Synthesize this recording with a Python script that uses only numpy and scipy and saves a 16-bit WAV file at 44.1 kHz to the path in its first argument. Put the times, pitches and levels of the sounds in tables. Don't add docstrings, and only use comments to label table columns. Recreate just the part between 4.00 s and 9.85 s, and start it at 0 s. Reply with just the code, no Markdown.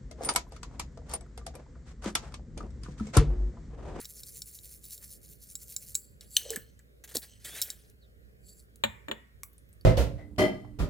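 import sys
import numpy as np
from scipy import signal
from scipy.fft import rfft, irfft
from scipy.io import wavfile
from scipy.ndimage import uniform_filter1d

SR = 44100
rng = np.random.default_rng(int(sys.argv[2]) if len(sys.argv) > 2 else 0)


def gain_from_db(level_db):
    decades = np.asarray(level_db, float) / 20
    return 10 ** decades


def unload_wav(signal):
    wavfile.write(
        sys.argv[1],
        SR,
        np.round(np.clip(np.atleast_2d(signal).T, -1, 1) * 32767).astype(np.int16),
    )


N = 257984


def evened(x):
    return x / np.sqrt(np.mean(x ** 2) + 1e-20)


def read(points, hz):
    f, value = np.transpose(points)
    return np.interp(np.log(hz + 1), np.log(f + 1), value)


def along(points):
    s, db = np.transpose(points)[:2]
    return gain_from_db(np.interp(np.arange(N) / SR, s, db, -120, -120))


def swell(s, db, rise_ms, fall_ms, shape=1.3):
    ms = 1000 * (np.arange(N) / SR - s)
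    return gain_from_db(db - 8.5 * abs(ms / np.where(ms < 0, rise_ms, fall_ms)) ** shape)


def add(mix, s, sound):
    part = mix[round(s * SR):][:len(sound)]
    part += sound[:len(part)]


def coloured(x, points):
    gain = gain_from_db(read(points, np.fft.rfftfreq(len(x), 1 / SR)))
    return evened(irfft(rfft(x) * gain, len(x)))


def resonate(x, hz, width):
    turn = np.exp(2j * np.pi * np.cumsum(hz * np.ones(len(x))) / SR)
    r = np.exp(-np.pi * width / SR)
    return 2 * (turn * signal.lfilter([1 - r], [1, -r], x / turn)).real


def patter(per_s, spread_db):
    size = gain_from_db(spread_db * np.minimum(rng.exponential(1, N), 4)) * rng.choice([-1., 1.], N)
    return size * (rng.random(N) < per_s / SR)


def ringing(x, modes, shorter):
    t = np.arange(3000) / SR
    body = sum(gain_from_db(db - 60 * t / (t60 * shorter)) * np.sin(2 * np.pi * hz * t) for hz, db, t60 in modes)
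    onset = np.sin(np.pi / 2 * np.minimum(t / 0.0006, 1)) ** 2
    return evened(signal.oaconvolve(x, body * onset)[:N])


def patchy(x, patch_db):
    z = signal.stft(x, nperseg=256, noverlap=192)[2]
    patches = uniform_filter1d(rng.standard_normal(z.T.shape), size=12, axis=0)
    patches = uniform_filter1d(patches, size=8, axis=1)
    gusts = uniform_filter1d(rng.standard_normal(z.shape[1]), size=6)
    field_db = patch_db * (evened(patches).T + 0.25 * evened(gusts))
    return evened(signal.istft(z * gain_from_db(field_db), nperseg=256, noverlap=192)[1][:N])


def blows(rows, modes, spot_db, crack_db, crack_s, rise_s, split, tick_db, slope_db=0):
    SPOT_MID_HZ = 5800
    SNAP_DB, SNAP_MS = 4.5, 0.5
    out, t = np.zeros(N), np.arange(9000) / SR
    hz, db, t60 = np.transpose(modes)[:, :, None]
    for s, peak_db, spot_hz, damping in rows:
        focus_db = spot_db + slope_db * np.log2(spot_hz / SPOT_MID_HZ)
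        level_db = db + focus_db * np.exp(-(np.log(hz / spot_hz) / .2) ** 2)
        life = t60 * np.clip(1 - damping, .05, 1)
        phase, detune = rng.random((len(hz), 2)).T[:, :, None]
        twin_hz = hz * (1 + split * (detune - .5))
        pair = np.sin(2 * np.pi * (hz * t + phase)) + np.sin(2 * np.pi * (twin_hz * t + phase))
        ring = (gain_from_db(level_db - 60 * t / life) * pair).sum(0)
        colour = np.c_[hz, level_db + 4 * np.log10(life)]
        colour = np.r_[[colour[0] * [.4, 1] - [0, 30]], colour]
        crack = coloured(rng.standard_normal(len(t)), colour)
        ring = ring / abs(ring).max() + gain_from_db(crack_db - 60 * t / crack_s) * crack
        ring += gain_from_db(tick_db - 60 * t / 0.038) * np.diff(rng.standard_normal(len(t) + 2), 2)
        ring *= np.sin(np.pi / 2 * np.minimum(t / rise_s, 1)) ** 2
        ring *= gain_from_db(SNAP_DB * np.exp(-1000 * t / SNAP_MS))
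        add(out, s, gain_from_db(peak_db) * ring / abs(ring).max())
    return out


# (frequency [Hz], relative density [dB per Hz])
GRAIN_SPECTRUM = [(590, -72.5), (1000, -33), (2140, -19), (3160, -20), (4590, -9), (8970, -3), (10400, 2.5),
                  (11900, -2.5), (15400, 3.5), (15900, -17), (16500, -30.5)]
# (frequency [Hz], level [dB], t60 before scaling [s])
LOOSE_JAR_MODES = [(4550, -9, .012), (7600, 0, .012), (10500, 2, .004), (13900, 4, .0025)]
# (throw time [s], throw level [dB], return time [s], return level [dB])
SHAKES = [(-0.07, -42, 0.014, -44), (0.108, -43.5, 0.186, -44), (0.287, -42, 0.37, -42),
          (0.485, -44, 0.553, -44.5), (0.654, -42.5, 0.73, -44.5), (0.855, -45, 0.936, -41.5),
          (1.043, -41.5, 1.123, -44.5), (1.25, -49.5, 1.319, -48), (1.438, -46.5, 1.511, -46.5),
          (1.627, -44, 1.718, -43.5), (1.829, -44.5, 1.891, -44)]


def grains():
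    THROW_RISE_MS, THROW_FALL_MS, RETURN_RISE_MS, RETURN_FALL_MS = 23.8, 16.4, 44.4, 30.6
    power = np.zeros(N)
    for throw_s, throw_db, return_s, return_db in SHAKES:
        power += swell(throw_s, throw_db, THROW_RISE_MS, THROW_FALL_MS) ** 2
        power += swell(return_s, return_db, RETURN_RISE_MS, RETURN_FALL_MS, shape=1.24) ** 2
    rain = patter(per_s=5000, spread_db=4.5)
    texture = coloured(rain, GRAIN_SPECTRUM) + gain_from_db(-16) * ringing(rain, LOOSE_JAR_MODES, 0.74)
    return np.sqrt(power) * patchy(texture, patch_db=2.5)


# (time [s], level [dB], rise [ms], fall [ms], weight of ringing against 0.5 of sliding [ratio])
TILTS = [(1.985, -55, 23, 100, .6), (2.352, -43.5, 40, 41, 0.44), (4.494, -52, 32.3, 36, 1),
         (4.6, -58.5, 50, 30, 0.17)]


def tilted_grains(glass):
    slide = coloured(patter(per_s=3300, spread_db=5.5), GRAIN_SPECTRUM)
    return sum(swell(*row) * patchy(ring * glass + .5 * slide, patch_db=3.0) for *row, ring in TILTS)


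# (frequency [Hz], level [dB], undamped t60 [s])
JAR_MODES = [(1500, -26, .03), (2300, -24, .03), (3880, -5, .025), (4500, -10, .035), (5430, -8, .045),
             (7200, 0, .025), (7680, -6, .06), (8200, -6, .025), (9200, -10, .05), (10300, -9, .03),
             (11600, -9, .03), (12560, -21, .15), (14200, -18, .12), (15200, -4, .008)]
# (time [s], peak level [dB], frequency favoured by the spot struck [Hz], damping by the grip [0-1])
CLINKS = [(0.0458, -32, 5460, 0.95), (0.0538, -24.5, 4000, 0.14), (0.2333, -29.5, 4330, 0),
          (0.269, -36, 8500, 0.6), (0.4191, -22.5, 5050, 0), (0.588, -34, 3880, 0),
          (0.8406, -33, 10500, 0.1), (0.9064, -36.5, 8600, 0.2), (0.9783, -31, 13130, 0.4),
          (1.0425, -35, 11900, 0.5), (1.5535, -19.5, 6700, 0), (1.7636, -17.5, 6570, 0),
          (1.945, -25.5, 9900, 0), (1.9519, -10, 7630, 0.26), (2.2087, -31.5, 4700, 0),
          (2.504, -14, 8500, 0.5), (2.5595, -16.5, 8530, 0.71), (2.7915, -44, 7140, 0.43),
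          (3.1557, -15, 9000, 0.67), (3.1679, -13, 4700, 0.7), (3.6161, -9, 13560, 0.28),
          (3.6224, -14, 5540, 0.08), (3.702, -19, 4540, 0), (3.899, -44.5, 11080, 0.7),
          (4.758, -40, 10540, 0.6)]


def clinks():
    return blows(CLINKS, JAR_MODES, spot_db=9, crack_db=-7.5, crack_s=0.012, rise_s=0.0009,
                 tick_db=-18.5, slope_db=6, split=.06)


# (frequency [Hz], level [dB], t60 before damping [s])
CAP_MODES = [(1735, -21, 0.026), (3044, -1.5, 0.026), (3666, -13.5, 0.039), (4204, -3.5, 0.024),
             (5674, -12, 0.014), (6130, 5, 0.011), (8127, -4, 0.042), (9000, -9, 0.016),
             (12050, -11.5, 0.037)]
# (time [s], peak level [dB], favoured frequency [Hz], damping [0-1])
SEATS = [(2.366, -2.5, 4118, 0)]


def cap_drop():
    return blows(SEATS, CAP_MODES, spot_db=3.5, crack_db=-8.0, crack_s=0.017, rise_s=0.0021,
                 split=0.017, tick_db=-18.5)


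# (time [s], peak level [dB], favoured frequency [Hz], damping [0-1])
ROCKS = [(2.532, -36.5, 1735, 0.1), (2.5606, -27.5, 1735, 0), (2.792, -54.5, 1735, 0.3)]


def cap_rocks():
    return blows(ROCKS, CAP_MODES, spot_db=35, crack_db=-17, crack_s=0.063, rise_s=0.0041,
                 split=0.039, tick_db=-42.0)


# (time [s], level [dB], rise [ms], fall [ms])
CHATTER = [(2.384, -45.5, 5.7, 129), (2.498, -48.5, 8.35, 45), (3.3, -61.5, 45, 130)]


def cap_chatter(rasp):
    rattle = ringing(patter(per_s=1200, spread_db=-1.5), CAP_MODES, 0.46)
    return sum(swell(*row) for row in CHATTER) * patchy(rattle + .6 * rasp, patch_db=3.0)


# (frequency [Hz], relative density [dB per Hz])
RASP_SPECTRUM = [(1180, -37), (2000, -22.5), (3520, -13), (5190, -16), (9980, -11), (14100, -14),
                 (15900, -12), (16500, -34.5)]


def rasping(slips):
    air_body = evened(resonate(slips, 1700, 440) + gain_from_db(-1.0) * resonate(slips, 520, 290))
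    return patchy(coloured(slips, RASP_SPECTRUM) + gain_from_db(-13.0) * air_body, patch_db=3.0)


# (time [s], rasp level [dB], fall [ms])
SCUFFS = [(2.213, -56.5, 43), (2.516, -48.5, 40), (3.04, -44.5, 14.5), (3.077, -53, 16), (3.092, -49.5, 21),
          (3.113, -49, 23.4), (3.142, -47, 10), (3.15, -36, 27), (3.22, -46, 38)]


def scuffs(rasp, glass):
    RISE_MS, RING_SHARE = 1.1, 0.071
    strokes = sum(swell(s, db, RISE_MS, fall_ms, shape=2.225) for s, db, fall_ms in SCUFFS)
    return strokes * (rasp + RING_SHARE * glass)


# (time [s], level [dB])
TWIST = [(3.4, -66), (3.44, -59), (3.449, -38), (3.52, -47.5), (3.575, -40), (3.61, -45.5), (3.69, -49.5),
         (3.76, -61), (3.92, -72)]


def twist(rasp):
    return along(TWIST) * rasp


# (time [s], frequency [Hz], level [dB])
WHISTLES = [
    [(3.445, 3014, -61), (3.56, 3660, -57), (3.585, 3900, -51), (3.61, 3960, -53)],
    [(4.012, 4550, -77), (4.04, 3750, -66.5), (4.065, 3500, -78)],
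]


def thread_whistles(slips):
    out = np.zeros(N)
    for rows in WHISTLES:
        s, hz, db = np.transpose(rows)
        glide_hz = np.interp(np.arange(N) / SR, s, hz)
        whistle = resonate(resonate(slips, glide_hz, 330), glide_hz, 330)
        out += along(np.c_[s, db]) * evened(whistle)
    return out


# (time [s], level [dB], rise [ms], fall [ms])
REGRIPS = [(0.011, -58, 7.9, 33), (1.025, -64.5, 13, 26)]


def regrips(slips):
    CENTRE_HZ, WIDTH_HZ = 1770, 1400
    rustle = resonate(resonate(slips, CENTRE_HZ, WIDTH_HZ), CENTRE_HZ, WIDTH_HZ)
    return sum(swell(*row) for row in REGRIPS) * evened(rustle)


def rubs():
    slips = patter(per_s=11000, spread_db=2.0)
    rasp = rasping(slips)
    glass = ringing(slips, LOOSE_JAR_MODES, 1)
    out = scuffs(rasp, glass) + twist(rasp) + thread_whistles(slips)
    return out + tilted_grains(glass) + cap_chatter(rasp) + regrips(slips)


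# (time [s], level [dB], frequency [Hz])
FINGER = [(2.415, -91, 485), (2.429, -58, 450), (2.479, -52.5, 555), (2.499, -46.5, 457),
          (2.518, -49.5, 442), (2.54, -48.5, 451), (2.562, -49, 408)]


def finger():
    s, db, hz = np.transpose(FINGER)
    hz = np.interp(np.arange(N) / SR, s, hz)
    tone = resonate(resonate(patter(per_s=600, spread_db=5.5), hz, 100), hz, 250)
    return along(FINGER) * evened(tone)


# (frequency [Hz], level [dB], undamped t60 [s])
BASE_MODES = [(220, -9.5, 0.28), (592, 7, 0.089), (904, 5.5, 0.057), (1314, 6, 0.014), (1900, 6.5, 0.033),
              (2330, 2, 0.089), (2909, -3.5, 0.055), (3500, 2, 0.031), (3850, 0, 0.018), (5340, -28, 0.02),
              (7370, 0.5, 0.022), (9230, -21.5, 0.026)]
# (time [s], peak level [dB], favoured frequency [Hz], damping [0-1])
KNOCKS = [(4.8372, -7, 3850, 0.38), (4.847, -20.5, 216, 0.18), (5.0828, -26.5, 1515, 0.1),
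          (5.1125, -16.5, 3270, 0.29)]


def knocks():
    return blows(KNOCKS, BASE_MODES, spot_db=8.0, crack_db=-13.0, crack_s=0.064, rise_s=0.0016,
                 split=0.05, tick_db=-31)


# (time [s], starting level before onset and panning [dB], frequency [Hz], t60 [s])
THUDS = [(2.564, -33, 208, 0.064), (3.151, -17, 466, 0.025), (3.159, -31.5, 233, 0.068),
         (3.447, -34, 243, 0.029), (4.84, -44.5, 81, 0.46), (5.08, -38, 303.6, 0.23)]


def thuds():
    out, t = np.zeros(N), np.arange(8000) / SR
    for s, db, hz, t60 in THUDS:
        low = evened(resonate(resonate(rng.standard_normal(len(t)), hz, hz), hz, hz))
        add(out, s, low * gain_from_db(db - 60 * t / t60) * np.minimum(t / 0.014, 1))
    return out


# (frequency [Hz], level [dB], undamped t60 [s])
BOWL_MODES = [(1140, -3, .03), (2200, -9, .02), (5900, -4, .011), (7817, -2, .011), (10600, 0, .012),
              (14200, 0, .006)]
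# (time [s], peak level [dB], frequency of the weakened mode [Hz], damping [0-1])
TINE = [(5.4332, -19.5, 1140, 0)]


def tine():
    return blows(TINE, BOWL_MODES, spot_db=-10.0, crack_db=-14.5, crack_s=0.0094, rise_s=0.0007,
                 tick_db=-17.0, split=.04)


# (time [s], level before onset [dB], frequency [Hz], decay to 1/e [cycles])
TICKS = [(5.532, -33, 13800, 2.5), (5.581, -31.5, 9640, 2.5), (5.69, -35.5, 14600, 1.8),
         (5.729, -37, 9000, 2.8), (5.735, -41, 13200, 3.8), (5.81, -41.5, 11400, 3.1),
         (5.811, -46.5, 4570, 9.5)]


def ticks():
    out, t = np.zeros(N), np.arange(2000) / SR
    for s, db, hz, cycles in TICKS:
        pop = np.sin(2 * np.pi * hz * t) * np.exp(-t * hz / cycles)
        fizz = evened(resonate(rng.standard_normal(len(t)), hz, 1200)) * gain_from_db(-25.0 - 60 * t / 0.056)
        onset = np.sin(np.pi / 2 * np.minimum(t * hz / 2.3, 1)) ** 2
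        add(out, s, gain_from_db(db) * (pop + fizz) * onset)
    return out


# (frequency [Hz], t60 [s])
ROOM = [(1000, 0.34), (4000, 0.073), (12000, 0.22)]
# (frequency [Hz], t60 [s])
CORNER = [(600, 0.22), (1800, 0.67), (4000, 0.25), (8000, 0.44)]


def kitchen(x, room):
    taps = np.zeros((2, SR))
    at = np.arange(160, SR - 20, 20) + rng.integers(0, 20, (2, (SR - 161) // 20))
    np.put_along_axis(taps, at, rng.choice([-1., 1.], at.shape), 1)
    hz, t, z = signal.stft(taps, SR, nperseg=256)
    side = z[1] * np.clip(1.5 - hz[:, None] / 4000, .05, 1.2)
    z = np.array([z[0] + side, z[0] - side])
    tail = signal.istft(z * gain_from_db(-60 * t / read(room, hz)[:, None]), SR, nperseg=256)[1]
    return signal.fftconvolve(x[None], tail / np.linalg.norm(tail[0]), axes=1)[:, :N]


# (frequency [Hz], relative density [dB per Hz])
AIR_SPECTRUM = [(24, -32.5), (40, -5), (107, -7), (341, -23), (417, -16.5), (578, -23.5), (887, -42.5),
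                (1670, -27.5), (2690, -38), (13500, -45.5), (15600, -41.5), (16100, -70.5)]
# (frequency [Hz], correlation [-1 to 1])
LIKENESS = [(60, -0.04), (180, 0.6), (550, -0.11), (1650, -0.88), (4970, -0.59), (15000, 0.94)]
# (frequency [Hz], left over right [dB])
BALANCE = [(60, -5), (950, 0), (15000, -0.5)]


def air():
    LEVEL_DB = -58.5
    frames, hz = N // 512 + 5, np.fft.rfftfreq(2048, 1 / SR)
    a, b, c, d, patches = rng.standard_normal((frames, 1025, 5)).T
    patches = evened(uniform_filter1d(uniform_filter1d(patches, 12, 0), 8, 1))
    same = np.clip(read(LIKENESS, hz), -1, 1)[:, None]
    left, other = a + 1j * b, c + 1j * d
    right = same * left + np.sqrt(1 - same ** 2) * other
    tilt = gain_from_db(read(BALANCE, hz)[:, None] / 2)
    z = np.array([left * tilt, right / tilt])
    z *= gain_from_db(read(AIR_SPECTRUM, hz)[:, None] + 2.0 * patches)
    return gain_from_db(LEVEL_DB) * evened(signal.istft(z, nperseg=2048, noverlap=1536)[1][:, :N])


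# (frequency [Hz], rms wander [Hz], amplitude before panning [dB])
HUM = [(59.9, 2.1, -57.5)]


def hum():
    out = np.zeros((2, N))
    for f, wander_hz, db in HUM:
        drift_hz = wander_hz * evened(uniform_filter1d(rng.standard_normal(N), 3000))
        tone = gain_from_db(db) * np.sin(2 * np.pi * np.cumsum(f + drift_hz) / SR)
        out += tone * gain_from_db(np.array([[-1.5], [1.5]]))
    return out


def scene():
    front = grains() + clinks() + cap_drop() + cap_rocks() + rubs() + finger() + tine() + ticks()
    counter = knocks()
    right = np.roll(front, shift=1) + gain_from_db(-1.5) * np.roll(counter, shift=31)
    near = np.array([front + counter, right])
    near += thuds() * gain_from_db(np.array([[-2.5], [2.5]]))
    echoes = gain_from_db(-12.5) * kitchen(front, ROOM) + gain_from_db(-17.5) * kitchen(counter, CORNER)
    return near + echoes + air() + hum()


def low_pass(x):
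    return signal.sosfilt(signal.butter(12, 16830, fs=SR, output="sos"), x)


def record(dry):
    thin = signal.sosfilt(signal.butter(3, 44, "highpass", fs=SR, output="sos"), dry)
    full_side = (thin[0] - thin[1]) / 2
    side = signal.sosfiltfilt(signal.butter(4, 6000, fs=SR, output="sos"), full_side)
    side += gain_from_db(-27.0) * (full_side - side)
    mix = thin.mean(0) + np.array([side, -side])
    return low_pass(mix)


dry = scene()
out = record(dry)
unload_wav(out)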